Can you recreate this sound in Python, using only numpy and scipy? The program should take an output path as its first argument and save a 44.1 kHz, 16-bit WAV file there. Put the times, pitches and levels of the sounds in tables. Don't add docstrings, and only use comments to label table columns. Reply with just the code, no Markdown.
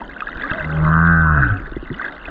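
import sys
import numpy as np
from scipy import signal
from scipy.io import wavfile
from scipy.ndimage import uniform_filter1d

SR = 44100
rng = np.random.default_rng(int(sys.argv[2]) if len(sys.argv) > 2 else 0)


def to_wav(s):
    ch = np.atleast_2d(s).T
    pcm = np.round(np.clip(ch, -1, 1) * 32767)
    wavfile.write(sys.argv[1], SR, pcm.astype(np.int16))


def volts_from_decibels(level):
    exponent = np.asarray(level, float) / 20
    return 10 ** exponent


N = 101429

# frequency in Hz, width in Hz, level in dB.
HOUSING = [(250, 184, 5.5), (650, 270, -2), (1150, 393, -2.5), (1510, 240, 3.5), (1950, 950, -24),
           (2680, 890, -27.5), (3520, 290, -17.5), (4200, 210, -25.5), (6900, 1500, -57.5)]


def curve(table, col):
    rows = np.array(table)
    return np.interp(np.arange(N) / SR, rows[:, 0], rows[:, col])


def unit(x):
    return x / np.sqrt(np.mean(x ** 2))


def even(x):
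    return x / np.sqrt(uniform_filter1d(x ** 2, size=5000) + 1e-12)


def walk(rate):
    k = int(SR / rate)
    steps = np.repeat(rng.standard_normal(N // k + 1), k)
    return unit(uniform_filter1d(uniform_filter1d(steps, k), k)[:N])


def ring(x, hz, width):
    b, a = signal.iirpeak(hz, hz / width / 1.48, fs=SR)
    return signal.lfilter(b, a, signal.lfilter(b, a, x))


def band(x, low_hz, high_hz):
    return signal.sosfilt(signal.butter(4, [low_hz, high_hz], "band", fs=SR, output="sos"), x)


def add(out, s, grain):
    i = int(s * SR)
    out[i:i + len(grain)] += grain[:N - i]


def bubble(db, hz, t60, rise=0., attack=0.00048):
    t = np.arange(int(t60 * SR)) / SR
    cycles = np.cumsum(hz * 2 ** (rise * t)) / SR
    return volts_from_decibels(db - 60 * t / t60) * (1 - np.exp(-t / attack)) * np.sin(2 * np.pi * cycles)


def housing(x):
    return sum(volts_from_decibels(db) * ring(x, hz, w) for hz, w, db in HOUSING)


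def wash(surge_db):
    out = np.zeros(N)
    for hz, width, db in HOUSING:
        surge = 0.34 * (hz < 400) * surge_db
        flicker = 2.0 * walk(12) + 0.0004 * hz * walk(25)
        out += volts_from_decibels(db + surge + flicker) * ring(rng.standard_normal(N), hz, width)
    return unit(out)


def fizz():
    per_s, spread_db = 410, 3
    out = np.zeros(N)
    for when, size, level, damping in rng.random((int(per_s * 2.0), 4)):
        hz = 1900 * 2 ** (2.0 * size)
        t60 = (15 + 40 * damping) / hz
        add(out, when * N / SR, bubble(-spread_db * np.log(level + 0.1), hz, t60, 1.7, 0.00057))
    return unit(housing(out))


def crackle():
    chance = 180 * volts_from_decibels(3.3 * walk(15)) / SR
    out = np.zeros(N)
    for hz, width, db in HOUSING[2:]:
        clicks = (rng.random(N) < chance) * rng.standard_normal(N)
        out += volts_from_decibels(db) * ring(clicks, hz, width * 1.19)
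    return unit(out)


def sea():
    # time in seconds, level of the noise in dB, surge of the rumble in dB.
    water_course = [(0, -50.5, -2), (.15, -52, -1.5), (.3, -49.5, 0.5), (.52, -43.5, -2.5), (.7, -46.5, 0),
                    (1.0, -52, -2), (1.3, -59.5, -2.5), (1.45, -51, 3), (1.8, -55, 4), (1.95, -50.5, -5),
                    (2.05, -46.5, -12.5), (2.2, -53, -1), (2.3, -47, 8)]
    water_db, surge_db = uniform_filter1d(curve(water_course, 1), 2000), curve(water_course, 2)
    water = volts_from_decibels(13) * wash(surge_db) + volts_from_decibels(9.5) * fizz() + volts_from_decibels(6) * crackle()
    rumble = unit(band(rng.standard_normal(N), 18, 57.5))
    return volts_from_decibels(water_db) * water + volts_from_decibels(-40.5 + surge_db + 3.4 * walk(7.2)) * rumble


def pings():
    # start in seconds, peak in dB, frequency in Hz, decay in seconds.
    small = [(0.016, -22, 916, 0.045), (0.163, -26, 1500, 0.054), (0.205, -10.5, 1610, 0.0083),
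             (0.221, -15.5, 1240, 0.04), (0.27, -16.5, 1650, 0.041), (0.288, -15, 1374, 0.02),
             (0.357, -25.5, 1470, 0.02), (0.398, -19.5, 1590, 0.022), (.42, -13, 1700, 0.011),
             (.435, -11.5, 1670, 0.023), (0.451, -17, 1650, 0.03), (.497, -15.5, 1584, 0.044),
             (.506, -18, 1587, .04), (0.513, -10.5, 1600, 0.018), (0.519, -16.5, 1270, 0.031),
             (0.547, -21.5, 1950, 0.026), (0.58, -24.5, 1532, 0.12), (.605, -16, 1547, 0.033),
             (0.644, -15, 2016, 0.031), (0.7, -21.5, 1433, 0.05), (0.76, -26, 1510, 0.056),
             (0.849, -17, 2006, 0.021), (1.659, -26, 1700, 0.037), (.412, -18.5, 1920, 0.032),
             (1.995, -18, 1520, 0.056), (2.014, -16.5, 1200, 0.025), (2.02, -21, 1866, 0.044),
             (2.043, -16.5, 1636, 0.036), (2.053, -22, 1573, 0.033), (2.062, -13.5, 1585, 0.019),
             (2.096, -32.5, 1630, .03), (.093, -27.5, 1600, .04), (1.76, -31, 1990, 0.021),
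             (1.943, -28.5, 1950, 0.038), (2.081, -19, 1623, 0.03), (0.466, -15.5, 1500, 0.01),
             (2.274, -25, 1690, 0.018)]
    out, ticks = np.zeros((2, N))
    for s, db, hz, t60 in small:
        add(out, s, bubble(db + 4, hz, t60, 3.5, 0.0012))
        add(out, s, bubble(db - 5.0, hz * 1.13, t60 * 0.9))
        add(ticks, s, volts_from_decibels(db) * rng.standard_normal(180) * np.hanning(180))
    return out + volts_from_decibels(-1) * housing(ring(ticks, 2900, 2700))


def glints():
    # start in seconds, peak in dB, frequency in Hz.
    grains = [(0.2044, -30, 3360), (0.2796, -38, 3650), (0.2942, -34, 3830), (0.3713, -33.5, 3710),
              (0.4394, -34.5, 3640), (0.4798, -34, 3400), (0.5072, -26, 3600), (0.533, -26, 3300),
              (0.6517, -37.5, 3840), (0.7836, -42, 3630), (1.0705, -33.5, 3500), (1.218, -40.5, 3480),
              (1.4305, -41, 3270), (1.4852, -42, 3460), (1.716, -37, 3621), (1.761, -38, 3450),
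              (1.9285, -35, 3500), (1.982, -40.5, 3870), (2.0175, -33.5, 3560), (2.0522, -32, 3360),
              (2.0817, -35, 3570), (2.1096, -40, 3860), (2.1226, -35, 3730), (2.1485, -40, 3680),
              (2.2284, -42, 3560), (2.2636, -35, 3500)]
    # start in seconds, peak in dB, frequency in Hz.
    highest = [(0.0174, -65, 6160), (0.0493, -52, 6600), (0.1012, -62, 6710), (0.2057, -66, 6920),
               (0.314, -54, 6130), (0.3716, -60, 6240), (0.4707, -60, 6340), (0.596, -61, 6640),
               (0.6115, -52, 7010), (0.6783, -58, 7000), (0.7088, -54, 6960), (0.8185, -60, 6110),
               (0.8903, -49.5, 6770), (1.062, -61, 6550), (1.5464, -54, 6970), (1.5982, -56.5, 6760),
               (1.775, -57, 6920), (1.9886, -47.5, 6310)]
    out, snaps = np.zeros((2, N))
    for table, gain_db, cycles in ((grains, 4, 56), (highest, 9, 76)):
        for s, db, hz in table:
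            add(out, s, bubble(db + gain_db, hz, cycles / hz, -3.0))
            add(snaps, s, volts_from_decibels(db + 2) * rng.standard_normal(110) * np.hanning(110))
    return out + band(snaps, 2500, 4700)


def specks():
    # start in seconds, peak in dB, frequency in Hz.
    tiny = [(0.2062, -19.5, 2555), (0.282, -32, 2590), (0.373, -35.5, 2580), (0.421, -24.5, 3540),
            (0.514, -20, 2680), (0.5964, -25.5, 2640), (0.6465, -30.5, 2760), (0.7148, -32, 3620),
            (0.7686, -28.5, 2490), (1.5695, -30.5, 2620), (1.8514, -39, 2680), (1.9415, -28, 2960),
            (2.0165, -39, 3090), (2.214, -34, 2780), (2.255, -20.5, 2540)]
    out = np.zeros(N)
    for s, db, hz in tiny:
        add(out, s, bubble(db + 3.5, hz, 62 / hz, -4.0))
    return out


def knocks():
    # start in seconds, peak in dB, frequency in Hz, decay in seconds,
    # rise in octaves per second.
    big = [(0.5144, -12.5, 129, 0.015, -28), (0.362, -24.5, 43.8, 0.028, 1), (0.439, -29.5, 1150, 0.17, 5),
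           (1.599, -35.5, 301, 0.096, 10.5), (1.675, -32.5, 374, 0.036, 12), (1.721, -21.5, 310, 0.018, 13),
           (1.766, -13.5, 305, 0.02, 29), (1.827, -25, 322, 0.035, 9), (1.903, -32, 120.3, 0.26, 15.5),
           (1.901, -26.5, 250, 0.095, 1), (1.912, -28, 357, 0.079, -0.5), (2.281, -30, 650, 0.041, 3.5)]
    out = np.zeros(N)
    for s, db, hz, t60, rise in big:
        add(out, s, bubble(db + 8.0, hz, t60, rise, 0.0018))
        add(out, s, bubble(db - 5, hz / 2.3, min(t60 * 3, .13), rise, 0.0043))
    return out


def far_whales():
    # start in seconds, length in seconds, first pitch in Hz, last pitch in Hz,
    # level in dB.
    glides = [(0.213, 0.29, 250, 240.5, -52), (0.417, 0.092, 250, 312, -34.5),
              (0.507, 0.08, 573.5, 702, -32), (0.549, 0.096, 633, 589, -33), (.69, .1, 810, 815, -38.5),
              (1.56, 0.15, 176, 133, -42), (0.663, 0.19, 563, 579, -37.5), (0.79, 0.13, 640, 610, -34.5),
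              (1.388, 0.097, 343, 273, -26), (1.514, 0.073, 254.4, 302, -33.5),
              (1.517, 0.069, 720, 732, -40.5), (1.356, 0.067, 675.3, 730.7, -34)]
    out, waver = np.zeros(N), walk(30.99)
    for s, length, from_hz, to_hz, db in glides:
        n = int(length * SR)
        hz = np.linspace(from_hz, to_hz, n) * (1 + .012 * walk(40)[:n])
        swell = np.sqrt(np.hanning(n) * 2)
        add(out, s, volts_from_decibels(db) * swell * np.sin(2 * np.pi * np.cumsum(hz) / SR))
    return out * volts_from_decibels(3 * waver)


def partials(phase, first_db, second_db, buzz_db, rough, bright):
    # multiple of the pitch, level in dB relative to the second partial.
    overtones = [(3, -17.5), (4, -21.5), (5, -27.5), (6, -27.5), (7, -25.5), (8, -25), (9, -24),
                 (10, -24.5), (11, -49.5)]
    t = np.arange(N) / SR
    late_waver = 6.95 * rough * (t > 1.36) * walk(35.25)
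    low = volts_from_decibels(first_db) * np.cos(phase) + volts_from_decibels(second_db + late_waver) * np.cos(2 * phase)
    effort = np.minimum(second_db, buzz_db + 2)
    colour = np.interp(bright, [-14, 20, 45], [-4, 0, -12])
    for k, db in overtones:
        level = effort + db + colour * (k > 5) + 8 * rough * walk(19.95)
        low += volts_from_decibels(level) * np.cos(k * phase - 0.81 * k)
    return np.sqrt(2) * low


def throat_buzz(phase, pitch, rough, second, bright):
    # frequency in Hz, width in Hz, level in dB.
    air = [(1055, 170, -1), (1200, 165, -0.5), (1327, 88, 2.5), (1500, 88, 6), (1650, 31, 4.5),
           (2535, 133, -19)]
    second_at = .47
    dull_hz, bright_hz = 1273, 1558
    early = np.roll(phase, -int(.0003 * SR))
    centre = np.interp(bright, [-14, 20], [dull_hz, bright_hz])
    length = 0.00066 * (centre / dull_hz) ** 1.3

    def burst(at, hz):
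        s = np.angle(np.exp(1j * (early - 2 * np.pi * at))) / (2 * np.pi * pitch)
        return np.exp(-.5 * (s / length) ** 2) * np.cos(2 * np.pi * (hz + 60000 * s) * s)

    def beat(at):
        return np.exp(0.9 * (np.cos(early - 2 * np.pi * at) - 1))

    weak = burst(second_at + .008 * walk(7), np.minimum(centre + 198, bright_hz))
    pulses = (burst(0, centre) + second * weak) * volts_from_decibels(8 * rough * walk(70))
    beats = beat(0) + second * beat(second_at)
    rings, rasp = np.zeros((2, N))
    for hz, width, db in air:
        rings += volts_from_decibels(db + 5.4 * walk(8.95)) * ring(pulses, hz, width)
        tilt = bright * min(np.log2(hz / 1490), 0)
        tilt = tilt - np.maximum(bright - 22, 0) * .3 * (1550 < hz < 2000)
        rasp += volts_from_decibels(db + tilt) * ring(beats * rng.standard_normal(N), hz, width)
    clean = pulses + volts_from_decibels(-2) * rings
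    return np.sqrt(1 - rough) * even(clean) + np.sqrt(rough) * even(rasp)


def breath(first_db, second_db, rough):
    drag = unit(ring(rng.standard_normal(N), 29, 44))
    airy = ring(rng.standard_normal(N), 260, 230) + 0.39 * ring(rng.standard_normal(N), 820, 270)
    return volts_from_decibels(first_db - 7) * drag + volts_from_decibels(second_db - 9.5) * rough * unit(airy)


def whale():
    # time in seconds, pitch in Hz, then levels in dB of the first partial,
    # the second partial and the buzz.
    call = [
        (.57, 75.73, -41.5, -47, -45.5),
        (.66, 77.33, -34.5, -28.5, -37),
        (.83, 77.6, -25, -16.5, -31.5),
        (.87, 78.44, -23.5, -15.5, -19.5),
        (1.1, 84.43, -23, -15.5, -15.5),
        (1.345, 76.3, -18.5, -19.5, -18.5),
        (1.42, 66.1, -23.5, -22, -16.5),
        (1.525, 50.03, -29.5, -22.5, -25),
        (1.585, 47.39, -46.5, -37, -36),
    ]
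    # time in seconds, roughness 0-1, second pulse's size 0-1,
    # brightness in dB per octave.
    throat = [
        (.55, .6, .5, 0),
        (.84, .45, .4, -14),
        (.9, .2, .4, -6),
        (1.04, .07, .4, -4),
        (1.13, .05, .7, 14),
        (1.2, .05, .3, 20),
        (1.27, .12, .3, -14),
        (1.38, .45, .55, 14),
        (1.47, .55, .4, 45),
    ]
    t = np.arange(N) / SR
    on = np.clip((t - call[0][0]) / 0.008, 0, 1) * np.clip((call[-1][0] + 0.026 - t) / 0.017, 0, 1)
    first_db, second_db, buzz_db = [curve(call, col) for col in (2, 3, 4)]
    rough, second, bright = [curve(throat, col) for col in (1, 2, 3)]
    pitch = uniform_filter1d(curve(call, 1), size=3500)
    phase = 2 * np.pi * (np.cumsum(pitch) / SR + .015 * rough * walk(50))
    voice = partials(phase, first_db, second_db, buzz_db, rough, bright)
    buzz = volts_from_decibels(buzz_db) * throat_buzz(phase, pitch, rough, second, bright)
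    return on * (voice + buzz + breath(first_db, second_db, rough))


def echo(moan):
    t = np.arange(20000) / SR
    tail = rng.standard_normal(len(t)) * volts_from_decibels(-60 * t / .5) * (t > .015)
    return volts_from_decibels(-22) * signal.fftconvolve(moan, tail / np.sqrt(np.sum(tail ** 2)))[:N]


def scene():
    moan = whale()
    bubbles = pings() + glints() + specks() + knocks()
    return (sea() + bubbles + far_whales() + moan + echo(moan))[None, :]


def low_pass(x):
    return signal.sosfilt(signal.butter(12, 14450, fs=SR, output="sos"), x)


def record(dry):
    # frequency in Hz, width in Hz.
    notches = [(2300, 550), (5500, 5830)]
    for hz, width in notches:
        dry = 0.88 * signal.lfilter(*signal.iirnotch(hz, hz / width, fs=SR), dry) + 0.19 * dry
    dull = signal.sosfilt(signal.butter(10, 7700, fs=SR, output="sos"), dry)
    return low_pass(dull + volts_from_decibels(-101) * rng.standard_normal(dry.shape))


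dry = scene()
out = record(dry)
to_wav(out)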